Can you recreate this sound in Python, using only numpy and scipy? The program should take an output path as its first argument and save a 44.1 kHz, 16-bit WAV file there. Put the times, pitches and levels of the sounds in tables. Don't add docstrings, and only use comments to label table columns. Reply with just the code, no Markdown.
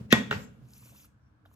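import sys
import numpy as np
from scipy import signal
from scipy.fft import rfft, irfft, next_fast_len
from scipy.io import wavfile
from scipy.ndimage import uniform_filter1d

SR = 44100
rng = np.random.default_rng(int(sys.argv[2]) if len(sys.argv) > 2 else 0)


def digitize_waveform(pressure):
    field = np.atleast_2d(pressure).T
    bounded = np.clip(field, -1, 1)
    quanta = np.round(bounded * 32767).astype(np.int16)
    wavfile.write(sys.argv[1], SR, quanta)


N = 68355
T = np.arange(N) / SR

# (frequency [Hz], density [dB per Hz])
HUSH_SPECTRUM = [(15, -58.5), (25, -34), (53, -0.5), (123, -4.5), (263, -34.5), (301, -5), (354, -33.5),
                 (394, -28.5), (1650, -24), (1840, -35), (16000, -62.5)]
# (frequency [Hz], correlation [-1 to 1])
PORT_LIKENESS = [(60, 0.95), (240, 0.82), (950, -0.018), (3770, -0.11), (15000, 0.018)]
# (time [s], low level [dB], upper level [dB])
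DRONE_LEVELS = [
    [(0.0, -38, -47.5), (0.012, -43, -43.5), (0.034, -42.5, -57), (0.062, -46.5, -49.5),
     (0.078, -83.5, -53), (0.1, -50, -47.5)],
    [(0.18, -40, -29.5), (0.266, -51, -41), (0.34, -39, -41.5), (0.374, -34, -45), (0.462, -56.5, -46.5),
     (0.542, -57, -56.5), (0.63, -49, -61.5), (0.736, -61, -65), (0.92, -59, -63.5), (1.194, -71.5, -74),
     (1.55, -70, -68)],
]
# (frequency [Hz], width [Hz], level [dB])
WORKTOP_LOW_MODES = [(68.5, 7.5, -8), (124, 9.9, 2.14)]
WORKTOP_UPPER_MODES = [(204.7, 30, 4.5), (257, 91, -7.5), (430, 60, -11.5), (580, 17, -18)]

# (time [s], crack level [dB], steel level [dB], wood level [dB], clatter level [dB])
SMACK_CONTACTS = [(.1250, -16, -30, -34, -45), (.1263, -7, -12, -26, -40), (.1272, -11, -24, -26, -40),
                  (.1291, -26, -30, -5, -29)]
ROCK_CONTACTS = [(.3099, -36.5, -32, -48, -43.5), (.3118, -37, -50.5, -14, -40),
                 (.3263, -35.5, -44.5, -18, -43.5)]
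# (frequency [Hz], level [dB], decay by 60 dB [s], left over right [dB])
STEEL_MODES = [(715, -14, .07, 0), (860, -14, .08, 0), (1044, -17, .15, 0), (1480, -2, .025, 0),
               (1890, -2, .13, 3), (2164, -18, .15, 0), (2358, -19, .25, 0), (2480, -12, .04, 0),
               (2640, -12, .16, 3), (2900, -3, .016, 0), (3330, -22, .25, 0), (3460, -16, .14, 0),
               (3560, 7, .011, 0), (4400, -14, .02, 0), (6000, -14, .03, 0), (7320, -24, .08, 0)]
BOARD_MODES = [(222, -1, .06, -1.5), (68, -26, .15, -1.5), (340, -6, .02, 0), (900, -20, .015, 0),
               (490, -10, .025, -4), (126, -17, .2, -1.5), (680, -18, .015, 0)]
KNOCK_MODES = [(125, -18, .15, 0), (425, -15, .07, 0), (620, -17, .03, 0), (830, -14, .03, 0),
               (1400, 0, .013, 0), (1620, -4, .013, 0), (1870, -14, .06, 0), (2300, -13, .015, 0),
               (2710, -18, .08, 0), (2870, -8, .01, 0), (4050, -18, .01, 0)]
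# (frequency [Hz], density [dB per Hz])
CRACK_SPECTRUM = [(150, -39.5), (400, -21), (1400, 7), (2500, 7), (3600, 6), (4200, -4), (7500, -1),
                  (10000, -11), (13000, -8), (16000, -12)]
# (frequency [Hz], density [dB per Hz])
CLATTER_SPECTRUM = [(180, -36.5), (300, -9), (455, -1.5), (634, -11.5), (961, -5), (1320, -11.5),
                    (1840, -6), (3400, -15.5), (7950, -24.5), (8790, -72), (10900, -41.5), (12500, -30),
                    (16000, -80.5)]
# (frequency [Hz], width [Hz], level [dB])
LEAD_IN_MODES = [(1850, 83, 8), (2600, 200, 7), (3970, 800, -8), (6000, 670, -9.5)]

# (frequency [Hz], own over shared [ratio])
OWN_SHARE = [(100, .3), (500, 2.1), (3000, 11), (7000, 6.3), (8500, 0.23), (16000, 0.13)]
# (frequency [Hz], decay by 60 dB [s])
ROOM_DECAY = [(100, 0.55), (300, 0.071), (1000, 0.38), (3000, 0.45), (8000, 0.29), (14000, 0.043)]
# (frequency [Hz], level [dB])
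ROOM_COLOUR = [(100, -17.5), (300, -1.5), (1000, -1.1), (2500, -3), (5000, -3.5), (8000, 5.5),
               (12000, -3.5), (16000, -15.5)]

# (time [s], level [dB])
STROKES = [
    [(0.34, -64.5), (0.384, -66.5), (0.444, -65), (0.472, -85), (0.55, -86.5), (0.62, -94)],
    [(0.62, -85.5), (0.742, -62), (0.872, -61.5), (0.94, -66), (0.964, -61), (1.038, -63), (1.055, -61.5),
     (1.075, -81), (1.168, -108), (1.2, -95.5)],
    [(1.45, -97.5), (1.455, -77.5), (1.492, -85), (1.532, -76.5), (1.542, -66), (1.55, -90)],
]
# (frequency [Hz], density [dB per Hz])
RUB_SPECTRUM = [(200, -18.5), (600, -14.5), (1100, -4.5), (1700, -10.5), (2250, -1.5), (2600, 1),
                (3000, -4), (4000, -6), (7000, -1.5), (10000, -0.5), (13000, -4), (15000, 5.5),
                (16000, -12.5)]
# (middle [s], half length [s], pitch [Hz], width [Hz], level [dB])
WHISTLES = [(.42, .05, 5150, 120, -66), (.43, .05, 6300, 100, -66), (.44, .04, 7350, 25, -61),
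            (1.255, .05, 5550, 250, -85)]
# (time [s], peak level [dB], pitch [Hz], decay by 60 dB [s])
TAPS = [(.388, -40, 560, .04), (.655, -62, 3000, .008), (.6875, -51, 9000, .004), (.706, -54, 7000, .008),
        (.735, -45, 5000, .01), (.781, -46, 11000, .004), (.824, -58, 1050, .03), (.835, -55, 2600, .03),
        (.856, -59, 600, .025), (.858, -58, 2700, .015), (.872, -58, 1050, .02), (.893, -59, 1250, .015),
        (.922, -56, 700, .03), (.948, -59, 1150, .02), (.962, -55, 2600, .03), (1.001, -53, 3500, .01),
        (1.044, -57, 1300, .025), (1.046, -56, 6000, .015), (1.4535, -54, 1500, .006),
        (1.4575, -50, 800, .015), (1.458, -57, 3300, .05), (1.5135, -57, 850, .015)]
# (frequency [Hz], left lead [radians])
PORT_LEAD = [(300, 0.05), (700, -1.4), (1300, -.9), (2000, -2.1), (2800, -1.9), (4500, -1.3), (6500, -.4),
             (8400, 3.1), (10100, 3.2), (11000, 6.3), (13600, 6.4), (14500, 9.4), (16000, 9.4)]

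AIR_DB = -63
EARLIER_DB, EARLIER_T60 = -71.5, .34
CRACK_T60 = .0055
ATTACK_S = .00011
STEEL_SCATTER_DB, WOOD_SCATTER_DB = 1.5, .7
CLATTER_T60, CLATTER_RISE_S = .25, .0013
LEAD_START_S, LEAD_END_S, LEAD_RISE_S = .105, .1255, .01
LEAD_DB, LEAD_PAN_DB = -19, 11
SLAP_S, SLAP_LEN_S, SLAP_DB = .1287, .0003, -6
ROOM_DB = -13
GRAINS_PER_S, GRAIN_SPREAD_DB = 700, 4
PATCHY_DB, RUB_DB = 2.8, 3
TAP_WIDTH = .35
MIC_LOW_HZ, TOP_HZ = 30, 16200


def amp(db):
    return 10 ** (np.asarray(db) / 20)


def unit(x):
    return x / np.sqrt(np.mean(x ** 2) + 1e-20)


def along(points, hz):
    f, value = np.transpose(points)
    return np.interp(np.log(hz + 1), np.log(f + 1), value)


def filtered(x, response):
    m = next_fast_len(N + SR // 2)
    return irfft(rfft(x, m) * response(np.fft.rfftfreq(m, 1 / SR)), m)[..., :N]


def peaks(table):
    def response(f):
        return sum((-1) ** k * amp(db) * 1j * f * width / (c * c - f * f + 1j * f * width)
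                   for k, (c, width, db) in enumerate(table))
    return response


def spread(response):
    def shares(hz):
        turn = np.arccos(np.clip(along(PORT_LIKENESS, hz), -1, 1)) / 2
        return response(hz) * [np.cos(turn), np.sin(turn)]
    mid, side = filtered(rng.standard_normal((2, N)), shares)
    return unit(np.array([mid + side, mid - side]))


def ring(modes, t, scatter_db):
    total = 0
    for k, (hz, db, t60, pan) in enumerate(modes):
        port_db = np.array([[pan], [-pan]]) / 2
        level_db = db + scatter_db * rng.standard_normal() + port_db - 60 * t / t60
        total = total + (-1) ** k * amp(level_db) * np.sin(2 * np.pi * hz * t)
    return (1 - np.exp(-t / ATTACK_S)) * total


def air():
    hush = amp(AIR_DB) * spread(lambda hz: amp(along(HUSH_SPECTRUM, hz)))
    earlier = spread(lambda hz: amp(along(CRACK_SPECTRUM, hz)))
    return hush + amp(EARLIER_DB - 60 * T / EARLIER_T60) * earlier


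def drone():
    s, low_db, upper_db = np.vstack(DRONE_LEVELS).T
    low = amp(np.interp(T, s, low_db)) * spread(peaks(WORKTOP_LOW_MODES))
    upper = amp(np.interp(T, s, upper_db)) * spread(peaks(WORKTOP_UPPER_MODES))
    return low + upper


def clatter_noise():
    def tone(hz):
        return amp(along(CLATTER_SPECTRUM, hz)) / np.sqrt(1 + along(OWN_SHARE, hz) ** 2)
    shared = filtered(rng.standard_normal(N), tone)
    own = filtered(rng.standard_normal((2, N)), lambda hz: tone(hz) * along(OWN_SHARE, hz))
    return unit(shared + own)


def lead_in():
    swell = np.exp(np.minimum(T - LEAD_END_S, 0) / LEAD_RISE_S) * (T < LEAD_END_S) * (T > LEAD_START_S)
    lead_noise = unit(filtered(rng.standard_normal(N), peaks(LEAD_IN_MODES))) * swell
    return lead_noise * amp(LEAD_DB + np.array([[0], [-LEAD_PAN_DB]]))


def slap():
    return amp(SLAP_DB) * np.exp(-((T - SLAP_S) / SLAP_LEN_S) ** 2)


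def cleaver():
    out, t = np.zeros((2, 2 * N)), T[:SR // 2]
    crack_noise = unit(filtered(rng.standard_normal(N), lambda hz: amp(along(CRACK_SPECTRUM, hz))))
    clatter = clatter_noise()
    clatter_shape = amp(-60 * t / CLATTER_T60) * (1 - np.exp(-t / CLATTER_RISE_S))
    for contacts, wood_modes in ((SMACK_CONTACTS, BOARD_MODES), (ROCK_CONTACTS, KNOCK_MODES)):
        for s, crack_db, steel_db, wood_db, clatter_db in contacts:
            i = round(s * SR)
            span = slice(i, i + len(t))
            out[:, span] += amp(crack_db - 60 * t / CRACK_T60) * crack_noise[span]
            out[:, span] += amp(steel_db) * ring(STEEL_MODES, t, STEEL_SCATTER_DB)
            out[:, span] += amp(clatter_db) * clatter_shape * clatter[:, span]
            out[:, span] -= amp(wood_db) * ring(wood_modes, t, WOOD_SCATTER_DB)
    return out[:, :N]


def room(x):
    hz, t, z = signal.stft(rng.standard_normal((3, SR)), SR, nperseg=256)
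    own = along(OWN_SHARE, hz)[:, None]
    z = (z[:1] + own * z[1:]) / np.sqrt(1 + own ** 2)
    decay = amp(-60 * t / along(ROOM_DECAY, hz)[:, None])
    tail = signal.istft(z * decay, SR, nperseg=256)[1]
    delayed = np.pad(x, ((0, 0), (130, 0)))
    wet = signal.fftconvolve(delayed, tail / np.linalg.norm(tail[0]), axes=1)[:, :N]
    return filtered(wet, lambda hz: amp(along(ROOM_COLOUR, hz)))


def rub():
    grains = (rng.random(N) < GRAINS_PER_S / SR) * amp(GRAIN_SPREAD_DB * rng.standard_normal(N))
    grains = grains * np.sign(rng.standard_normal(N))
    z = signal.stft(unit(grains) * .22 + rng.standard_normal(N), nperseg=256)[2]
    patches = uniform_filter1d(rng.standard_normal(z.shape), size=5, axis=0)
    patches = uniform_filter1d(patches, size=8, axis=1)
    hiss = signal.istft(z * amp(PATCHY_DB * unit(patches)), nperseg=256)[1][:N]
    hiss = unit(filtered(hiss, lambda hz: amp(along(RUB_SPECTRUM, hz))))
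    level = sum(amp(np.interp(T, *np.transpose(rows), left=-120, right=-120)) for rows in STROKES)
    return amp(RUB_DB) * level * hiss


def whistles():
    out = np.zeros(N)
    for s, half, hz, width, db in WHISTLES:
        tone = unit(filtered(rng.standard_normal(N), peaks([(hz, width, 0)])))
        out += amp(db) * tone * np.exp(-((T - s) / half) ** 2)
    return out * np.array([[1], [-.3]])


def taps():
    out, t = np.zeros(2 * N), T[:SR // 20]
    for s, db, hz, t60 in TAPS:
        burst = amp(-60 * t / t60) * rng.standard_normal(len(t))
        resonance = peaks([(hz, TAP_WIDTH * hz, 0)])
        puff = filtered(burst, lambda f: resonance(f) ** 2)[:len(t)]
        out[round(s * SR):][:len(t)] += amp(db) * puff / np.abs(puff).max()
    return out[:N]


def scene():
    near = cleaver() + slap() + lead_in() + taps() + rub() + whistles()

    def lead(hz):
        return np.exp(.5j * along(PORT_LEAD, hz) * np.array([[1], [-1]]))
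    return filtered(near + amp(ROOM_DB) * room(near), lead) + drone() + air()


def record(dry):
    return filtered(dry, lambda hz: (hz < TOP_HZ) * 1j * hz / (MIC_LOW_HZ + 1j * hz))


dry = scene()
out = record(dry)
digitize_waveform(out)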